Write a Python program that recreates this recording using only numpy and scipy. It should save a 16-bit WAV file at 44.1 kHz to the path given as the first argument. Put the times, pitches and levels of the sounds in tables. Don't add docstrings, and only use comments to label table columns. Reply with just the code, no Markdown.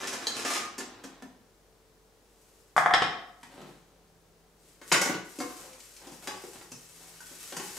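import sys
import numpy as np
from scipy import signal
from scipy.fft import rfft, irfft
from scipy.io import wavfile
from scipy.ndimage import uniform_filter1d

SR = 44100
rng = np.random.default_rng(int(sys.argv[2]) if len(sys.argv) > 2 else 0)


def transcribe(u):
    v = np.clip(np.atleast_2d(u).T, -1, 1)
    q = np.round(v * 32767).astype(np.int16)
    wavfile.write(sys.argv[1], SR, q)


N = 343098
HZ = np.fft.rfftfreq(4096, 1 / SR)
T = np.arange(SR // 2) / SR

# [frequency_hz, level_db]
AIR_SPECTRUM = [(12, -43.5), (20, -10.5), (53, -5), (96, -2.5), (274, -5), (448, -1.5), (612, -6.5),
                (675, -9), (757, -7.5), (1000, -17.5), (1300, -50), (2200, -120)]
HISS_SPECTRUM = [(500, -10.5), (1000, 4), (2500, -4), (6000, -4), (15000, -12)]
AIR_LEVEL_DB, HISS_LEVEL_DB = -64, -68.5
# [pitch_hz, level_db]
FRIDGE_LINES = [(48.4, -70), (393, -84), (441.4, -73)]
# [middle_s, length_s, level_db]
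DRONE_SWELLS = [(4.2, 1.9, -70), (7.05, 1.3, -66)]
DRONE_HZ = 167

# [start_s, length_s, grind_db, hiss_db]
DRAG_STROKES = [(0.0, 0.17, -35.5, -38.5), (0.21, 0.42, -39.5, -43.5), (0.351, 0.041, -31.5, -31.5),
                (0.46, 0.11, -37.5, -31)]
# [frequency_hz, level_db]
GRIND_SPECTRUM = [(59, -59), (100, -14), (140, -23), (229, -2.5), (286, -10.5), (336, -3), (476, -6.5),
                  (1160, -10), (1360, -6), (4500, -20.5), (5850, -73), (9900, -120)]
# [start_s, length_s, level_db]
LID_SONG = [(0.451, 0.064, -37), (.555, 0.048, -37)]
POT_SONG = [(5.63, 0.06, -53)]
LID_SONG_HZ, POT_SONG_HZ = 1225, 520
BITE_S, LET_GO_S = 0.0041, 0.033

# [frequency_hz, level_db]
CLANG_SPECTRUM = [(60, -74), (200, -1), (450, -1.5), (700, -2), (1100, 1.5), (2100, 1), (2700, -1.5),
                  (4000, -4.5), (6000, -15), (15000, -82.5)]
TICK_SPECTRUM = [(800, -26), (2500, 3), (3900, -6.5), (5100, 2), (6500, 0.5), (8200, -2), (10000, -7.5),
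                 (13000, -14), (16000, -35.5)]
# [start_s, clang_db, thump_db, tick_db]
LID_HITS = [(0.030, -27.5, -30, -41), (0.07, -55, -53, -30.5), (0.127, -27, -30, -32),
            (0.447, -20.5, -22, -27.5), (0.501, -21, -49, -27.5), (0.553, -23.5, -43, -51)]
UTENSIL_HITS = [(0.2692, -33.5, -51, -40), (0.2904, -56, -43, -53)]
SHELF_HITS = [(0.78, -29.5, -33.5, -40.5), (0.802, -33, -40, -59), (1.037, -37, -32.5, -51.5)]
DOOR_HITS = [(1.222, -50.5, -40.5, -53)]
PAN_HITS = [(4.814, -45, -49, -61), (4.916, -15, -45, -52), (4.921, -20.5, -33, -24.5),
            (4.941, -20.5, -48, -55), (5.014, -23, -57, -29.5), (5.056, -27.5, -32, -38.5),
            (5.095, -32, -28.5, -50)]
HELD_PAN_HITS = [(7.2036, -42, -61, -40), (7.2516, -70, -86, -54)]
BIG_POT_HITS = [(5.386, -51, -32, -42), (5.401, -34, -35, -39)]
POT_HITS = [(6.069, -57, -45, -47), (6.222, -48.5, -76, -66), (6.272, -26.5, -49, -32),
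            (6.437, -45, -40, -49), (6.611, -44.5, -52, -57), (7.312, -57, -51, -70),
            (7.522, -34.5, -44, -42), (7.595, -35, -42, -46), (7.768, -40.5, -48, -45)]
DRAWER_HITS = [(3.43, -39.5, -54, -45), (3.614, -46.5, -49, -51), (4.925, -26.5, -36, -50),
               (5.098, -51, -38.5, -50), (5.14, -31, -48, -51), (6.118, -50, -47.5, -45.5),
               (6.717, -43, -44, -35), (7.566, -29.5, -46.5, -27.5)]
# [pitch_hz, level_db, t60_s]
LID_MODES = [(358, 1, 0.061), (705, -1, 0.29), (1084, 11, 0.063), (1623, -4, 0.16), (2325, -18, 0.38),
             (3550, -18, 0.13), (4760, -1, 0.088), (6130, -19, 0.1), (6170, -31, 0.16)]
UTENSIL_MODES = [(3150, -7.5, 0.052), (4060, -9, 0.063), (4040, 0, 0.022), (4520, 2, 0.014),
                 (6570, -5, 0.029)]
SHELF_MODES = [(241, 0, 0.23), (261, 7, 0.2), (344, 9, 0.17)]
DOOR_MODES = [(244, 2, 0.13), (750, 5, 0.034), (930, 2.5, 0.042), (1080, -6, .035), (1330, 0, 0.033),
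              (1780, -8, .04)]
STEEL_MODES = [(5750, -7, .2), (7250, -4, .22), (7640, 6, 0.21), (7640, -10, .2)]
WORKTOP_MODES = [(710, 11, 0.95), (805, -6.5, .3), (905, 2, 0.34), (970, -3.5, .25), (1072, 11.5, 0.33),
                 (1130, -0.5, 0.42), (1314, -2, 0.7), (1600, -13.5, .2), (2140, -26, 0.22)]
MALLET_MODES = [(696, 6.5, 0.3), (1287, -4, 0.96), (1500, 0.5, 0.33), (1740, -10.5, 0.093),
                (1910, 2.5, 0.15), (2924, 5.5, 0.21), (3350, -10.5, .12), (5160, -4, .25)]
PAN_MODES = [(287, -20, 0.21), (326, 6, 0.095), (540, -23, 0.18), (920, -2, 0.38), (1130, 7.5, 0.16),
             (1490, 6, 0.36), (1460, 3, 0.18), (1970, 6.5, 0.15), (2140, 15, 0.04), (2220, 9.5, 0.071),
             (3030, -4, 0.16), (5540, -18, 0.22), (6600, 8.5, 0.076)]
HELD_PAN_MODES = [(932, 1, 0.12), (1510, 14, 0.086), (1540, -7, 0.082)]
BIG_POT_MODES = [(272, 6, 0.25), (329, -2, 0.27), (510, 3.5, 0.28), (741, 3, 0.16), (1047, -3, 0.5),
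                 (1164, -0.5, 0.41), (1530, -13.5, 0.88), (2160, -7.5, 0.37)]
POT_MODES = [(182, 4, 0.057), (377.4, 11, 0.3), (804, 2.5, 0.37), (847, 10, 0.29), (974, -3, 0.45),
             (1108, 13, 0.16), (1203, -21, 0.71), (1560, 4, 0.2), (2156, -22, 0.19), (5000, 7, .15)]
DRAWER_MODES = [(180, 23, 0.15), (300, -11, 0.047), (378, 13, 0.14), (634, -13, .15), (960, 28, .1)]
# [start_s, level_db]
CUPBOARD_TOUCHES = [(0.78, -39.5), (1.037, -53)]
DRAWER_TOUCHES = [(5.731, -51), (5.803, -50), (5.965, -49), (6.12, -57), (6.37, -55)]

# [middle_s, length_s, level_db]
WOOD_SLIDES = [(0.95, 0.54, -51), (3.62, 0.24, -50), (3.85, 0.41, -68), (5.6, 0.41, -53.5),
               (6.07, .15, -48.5), (6.3, .12, -43.5), (6.56, 0.05, -47.5), (7.04, 0.083, -56),
               (7.3, 0.96, -64), (7.73, 0.15, -53.5)]
# [frequency_hz, level_db]
SLIDE_SPECTRUM = [(50, -28), (110, 0.5), (170, -2), (300, 3.5), (500, 0.5), (900, 0.5), (2000, -8.5),
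                  (4000, -10), (9000, -40)]
# [middle_s, length_s, level_db]
CLOTH_BRUSHES = [(2.48, 0.39, -64), (3.58, 0.46, -63), (4.68, 0.15, -58), (4.9, 0.11, -43),
                 (6.26, 0.021, -54)]
# [time_s, level_db]
HAND_RUSTLE = [(5.25, -57.5), (5.42, -52), (5.6, -51.5), (5.76, -57), (6.06, -58.5), (6.46, -54),
               (6.67, -59.5), (6.78, -56.5), (7.5, -50.5), (7.67, -47.5), (7.77, -45.5)]
# [frequency_hz, level_db]
RUSTLE_SPECTRUM = [(700, -12), (1500, -3.5), (3500, -4.5), (5500, -1.5), (7700, 1.5), (10000, -2),
                   (13500, -6.5), (16000, -20)]
# [start_s, level_db, brightness_db_per_octave, chatter_s]
WOOD_LANDINGS = [(2.7648, -22, -4.5, 0.0065), (2.7794, -18, 4, 0.000077), (2.8609, -20.5, 2.5, .0001),
                 (2.9100, -25.5, 4.5, 0.000088)]
HEAD_LANDINGS = [(2.9375, -17.5, -5.5, 0.0049), (3.0205, -23.5, -7, 0.0059)]
# [frequency_hz, level_db]
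WOOD_CONTACT = [(70, -47), (130, -5), (205, -4.5), (310, -11), (560, -5.5), (690, 4.5), (1200, 7),
                (1600, 2), (2100, -2), (2700, -27), (3400, -15.5), (4500, -41.5), (9000, -41.5),
                (15000, -66.5)]
HEAD_CONTACT = [(70, -26), (150, -14), (420, -14), (720, -4), (2000, 1), (2500, -7.5), (3600, 1),
                (4500, -15), (5250, 2.5), (5800, -18.5), (8500, -17.5), (15000, -69)]
# [delay_s, level_db]
CLOSE_ECHOES = [(.0025, -16.5), (.0054, -23.5), (.008, -26.5)]
# [middle_s, length_s, level_db]
DRAWER_ROLL = [(3.62, 0.23, -49.5)]

# [frequency_hz, t60_s]
KITCHEN_T60 = [(120, 0.53), (400, 0.68), (1200, 0.62), (3000, 0.56), (6000, 0.53), (10000, 0.35),
               (16000, 0.35)]
# [frequency_hz, level_db]
STEREO_WIDTH = [(60, -3.5), (150, -12.5), (500, -11), (1000, -6.5), (2000, -3), (4500, -3), (9000, -3.5),
                (15000, 1)]
STEREO_TILT = [(100, -3), (400, -0.1), (1200, 0), (2500, -2), (5000, -1), (8000, 0), (14000, 2)]
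TREBLE_LIMIT_HZ = 15750


def amp(db):
    return 10 ** (np.asarray(db) / 20)


def read(points, hz=HZ):
    f, value = np.transpose(points)
    return np.interp(np.log(hz + 1), np.log(f + 1), value)


def steady(x):
    return x / np.sqrt(np.mean(x ** 2) + 1e-20)


def brief(x):
    return x * np.sqrt(SR / 50 / (np.sum(x ** 2) + 1e-20))


def add(mix, s, sound):
    part = mix[max(round(s * SR), 0):][:len(sound)]
    part += sound[:len(part)]


def level(s, db):
    times = np.r_[s[0] - .03, s, s[-1] + .03]
    return amp(np.interp(np.arange(N) / SR, times, np.r_[-110, db, -110]))


def strokes(rows):
    t = np.arange(N) / SR
    gains = []
    for s, length, db in rows:
        bite = np.clip((t - s) / BITE_S, 0, 1)
        let_go = np.exp(-np.maximum(t - s - length, 0) / LET_GO_S)
        gains.append(amp(db) * bite * let_go)
    return np.max(gains, axis=0)


def swells(rows):
    t = np.arange(N) / SR
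    return sum(amp(db) * np.exp(-(2 * (t - s) / length) ** 2) for s, length, db in rows)


def colour(x, db):
    cepstrum = irfft(np.log(amp(db) + 1e-6))
    half = len(cepstrum) // 2
    cepstrum[1:half] *= 2
    cepstrum[half + 1:] = 0
    impulse_response = irfft(np.exp(rfft(cepstrum)))
    return signal.oaconvolve(x, impulse_response)[:len(x)]


def wavering(hz, width_hz, size):
    wander = np.cumsum(rng.standard_normal(size)) * np.sqrt(2 * np.pi * abs(width_hz) / SR)
    wander = uniform_filter1d(wander, size=200)
    return np.sin(2 * np.pi * hz * np.arange(size) / SR + wander)


def ringing(modes):
    ring = np.zeros(len(T))
    for hz, db, t60 in modes:
        decay = amp(db - 60 * T / max(t60, .01))
        ring += decay * wavering(hz, 22, len(T)) * rng.choice([-1, 1])
    return ring


def contact(chatter_s, first=2.9):
    x = rng.standard_normal(len(T)) * np.exp(-T / max(chatter_s, 1e-4))
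    x[0] = first
    return x


def slips(per_s, spread_db):
    size = amp(spread_db * np.minimum(rng.exponential(1, N), 4))
    happens = rng.random(N) < per_s / SR
    return steady(size * rng.standard_normal(N) * happens)


def judder():
    sway = uniform_filter1d(uniform_filter1d(rng.standard_normal(N), size=600), size=100)
    return amp(2.5 * steady(sway))


def stereo(mid, side, left_db):
    side, lean_db = colour(side, read(STEREO_WIDTH)), (left_db + read(STEREO_TILT)) / 2
    return np.array([colour(mid + side, lean_db), colour(mid - side, -lean_db)])


def background(air_db=-2, hum_db=-1, waver_rad=.15):
    def noise(spectrum):
        return steady(colour(rng.standard_normal(N), read(spectrum)))

    def bed():
        return amp(AIR_LEVEL_DB + air_db) * noise(AIR_SPECTRUM) + amp(HISS_LEVEL_DB) * noise(HISS_SPECTRUM)

    mid, side = bed(), bed()
    t = np.arange(N) / SR
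    lines = [(hz, amp(db)) for hz, db in FRIDGE_LINES] + [(DRONE_HZ, swells(DRONE_SWELLS))]
    for hz, gain in lines:
        drift = steady(uniform_filter1d(uniform_filter1d(rng.standard_normal(N), size=6000), size=6000))
        tone = np.sin(2 * np.pi * hz * t + waver_rad * drift)
        mid = mid + gain * amp(hum_db) * np.sqrt(2) * tone
    return stereo(mid, side, left_db=2.1)


def drag(grind_db=-2, hiss_db=-2, ring_db=-9):
    grind = strokes([(s, length, db) for s, length, db, _ in DRAG_STROKES])
    hiss = strokes([(s, length, db) for s, length, _, db in DRAG_STROKES])
    grip = slips(per_s=2700, spread_db=1.5) * judder()
    lid = ringing(LID_MODES)
    ring = signal.oaconvolve(grip * grind, lid / np.linalg.norm(lid))[:N]
    body = steady(colour(grip, read(GRIND_SPECTRUM))) * grind
    treble = steady(colour(grip, read(TICK_SPECTRUM))) * hiss
    return amp(grind_db) * body + amp(ring_db) * ring + amp(hiss_db) * treble


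def clatter(rows, modes, clang_db, thump_db, tick_db, ring_db, chatter_s, thump_hz,
            thump_octaves=0.46, thump_s=0.013, lowest_hz=110, rise_s=0.0021):
    out = np.zeros(N)
    bass_cut = -10 * np.log10(1 + (lowest_hz / (HZ + 1)) ** 10)
    panel = -20 * np.log10(1 + (np.log2((HZ + 1) / thump_hz) / thump_octaves) ** 2)
    give = 1 - np.exp(-T / rise_s)
    for s, body, low, high in rows:
        touch = contact(chatter_s) * give
        ring = brief(ringing(modes) * give)
        clang = amp(clang_db) * brief(colour(touch, read(CLANG_SPECTRUM))) + amp(ring_db) * ring
        tick = brief(colour(touch, read(TICK_SPECTRUM)))
        thump = brief(colour(contact(thump_s), panel))
        add(out, s, amp(body) * clang + amp(high + tick_db) * tick + amp(low + thump_db) * thump)
    return colour(out, bass_cut)


def singing(rows, hz, width_hz=12):
    return np.sqrt(2) * wavering(hz, width_hz, N) * strokes(rows)


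def shifting(db=-1):
    sound = steady(colour(slips(per_s=700, spread_db=2.5), read(SLIDE_SPECTRUM)))
    return amp(db) * sound * swells(WOOD_SLIDES)


def cupboard_tinks(ring_db=-2):
    out = np.zeros(N)
    for s, db in CUPBOARD_TOUCHES:
        add(out, s, amp(db + ring_db) * brief(ringing(STEEL_MODES)))
    return out


def rustle(db=1, rummage_db=4):
    sound = steady(colour(slips(per_s=5000, spread_db=7.0), read(RUSTLE_SPECTRUM)))
    brushing = amp(db) * swells(CLOTH_BRUSHES)
    searching = amp(rummage_db) * level(*np.transpose(HAND_RUSTLE))
    return sound * (brushing + searching)


def mallet(rows, spectrum, modes, ring_db, buzz_db, settle_db, first, buzz_s=0.022):
    out = np.zeros(N)
    for bounce, (s, db, bright, chatter) in enumerate(rows):
        tilt = bright * np.log2(1 + HZ / 1500)
        crack = brief(colour(contact(chatter, first), read(spectrum) + tilt))
        buzz = brief(colour(contact(buzz_s, first=2), read(TICK_SPECTRUM)))
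        ring = brief(ringing(modes))
        add(out, s, amp(db) * (crack + amp(ring_db) * ring + amp(buzz_db - settle_db * bounce) * buzz))
    return out


def slapped(x):
    out = x.copy()
    for delay, db in CLOSE_ECHOES:
        add(out, delay, amp(db) * x)
    return out


def rolling(box_hz=250, octaves=0.79):
    box = -20 * np.log10(1 + (np.log2((HZ + 1) / box_hz) / octaves) ** 4)
    return steady(colour(slips(per_s=310, spread_db=3), box)) * swells(DRAWER_ROLL)


def drawer_tinks(tick_db=0, chatter_s=0.0067):
    out = np.zeros(N)
    for s, db in DRAWER_TOUCHES:
        add(out, s, amp(db + tick_db) * brief(colour(contact(chatter_s), read(TICK_SPECTRUM))))
    return out


def reflections(early_db, early_t60):
    at = np.arange(100, SR - 10, 10)
    taps = np.zeros(SR)
    taps[at + rng.integers(0, 10, len(at))] = rng.choice([-1., 1.], len(at))
    hz, t, z = signal.stft(taps, SR, nperseg=256)
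    tail = amp(-60 * t / read(KITCHEN_T60, hz)[:, None])
    early = amp(early_db - 60 * t / early_t60)
    echoes = signal.istft(z * np.hypot(tail, early), SR, nperseg=256)[1]
    return echoes / np.linalg.norm(echoes)


def kitchen(x, direct_db, room_db, early_db, early_t60, left_db):
    def room():
        return amp(room_db) * signal.oaconvolve(x, reflections(early_db, early_t60))[:N]

    mid, side = room(), room()
    return stereo(amp(direct_db) * x + mid, side, left_db)


def scene():
    cupboard = cupboard_tinks() + drag() + singing(LID_SONG, LID_SONG_HZ)
    cupboard += clatter(LID_HITS, LID_MODES, clang_db=-6.5, thump_db=-16, tick_db=-3, ring_db=-17.5,
                        chatter_s=0.017, thump_hz=342, lowest_hz=192)
    cupboard += clatter(UTENSIL_HITS, UTENSIL_MODES, clang_db=-0.5, thump_db=-21, tick_db=8, ring_db=7.5,
                        chatter_s=0.008, thump_hz=400, rise_s=0.0004)
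    cupboard += clatter(SHELF_HITS, SHELF_MODES, clang_db=-5, thump_db=-6.0, tick_db=7.0, ring_db=-11.5,
                        chatter_s=0.015, thump_hz=269, lowest_hz=186)
    cupboard += clatter(DOOR_HITS, DOOR_MODES, clang_db=2.5, thump_db=-4.5, tick_db=0.5, ring_db=9,
                        chatter_s=0.0039, thump_hz=236, rise_s=0.00058)

    on_wood = mallet(WOOD_LANDINGS, WOOD_CONTACT, WORKTOP_MODES,
                     ring_db=-10.5, buzz_db=-15.5, settle_db=8, first=18)
    on_head = mallet(HEAD_LANDINGS, HEAD_CONTACT, MALLET_MODES,
                     ring_db=-18.5, buzz_db=-25, settle_db=1, first=1.9)
    worktop = slapped(on_wood + on_head)

    drawer = drawer_tinks() + rolling() + shifting() + singing(POT_SONG, POT_SONG_HZ)
    drawer += clatter(PAN_HITS, PAN_MODES, clang_db=-3.5, thump_db=0.5, tick_db=5.5, ring_db=-4.5,
                      chatter_s=0.0069, thump_hz=340, thump_octaves=0.81, lowest_hz=81)
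    drawer += clatter(HELD_PAN_HITS, HELD_PAN_MODES, clang_db=-15, thump_db=-10, tick_db=-11, ring_db=-3,
                      chatter_s=0.0049, thump_hz=450)
    drawer += clatter(BIG_POT_HITS, BIG_POT_MODES, clang_db=-0.5, thump_db=-3.5, tick_db=1, ring_db=2.5,
                      chatter_s=0.01, thump_hz=303)
    drawer += clatter(POT_HITS, POT_MODES, clang_db=-5.0, thump_db=1.0, tick_db=-3.0, ring_db=-8.5,
                      chatter_s=0.0062, thump_hz=358)
    drawer += clatter(DRAWER_HITS, DRAWER_MODES, clang_db=-5.5, thump_db=-0.5, tick_db=-6, ring_db=-14,
                      chatter_s=0.0056, thump_hz=185)

    return (kitchen(cupboard, direct_db=-5.5, room_db=-5.0, early_db=3.5, early_t60=0.16, left_db=1.0)
            + kitchen(worktop, direct_db=-2.5, room_db=-2.0, early_db=3.5, early_t60=0.093, left_db=2.0)
            + kitchen(drawer, direct_db=-5.0, room_db=-4.0, early_db=2.5, early_t60=0.36, left_db=2.1)
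            + kitchen(rustle(), direct_db=-9.5, room_db=-4, early_db=-17, early_t60=.1, left_db=2.5)
            + background())


def record(dry):
    rounded = dry / (1 + (dry / .85) ** 6) ** (1 / 6)
    low_pass = signal.firwin(511, TREBLE_LIMIT_HZ, window=("kaiser", 9), fs=SR)
    return signal.oaconvolve(rounded, low_pass[None], "same")


dry = scene()
out = record(dry)
transcribe(out)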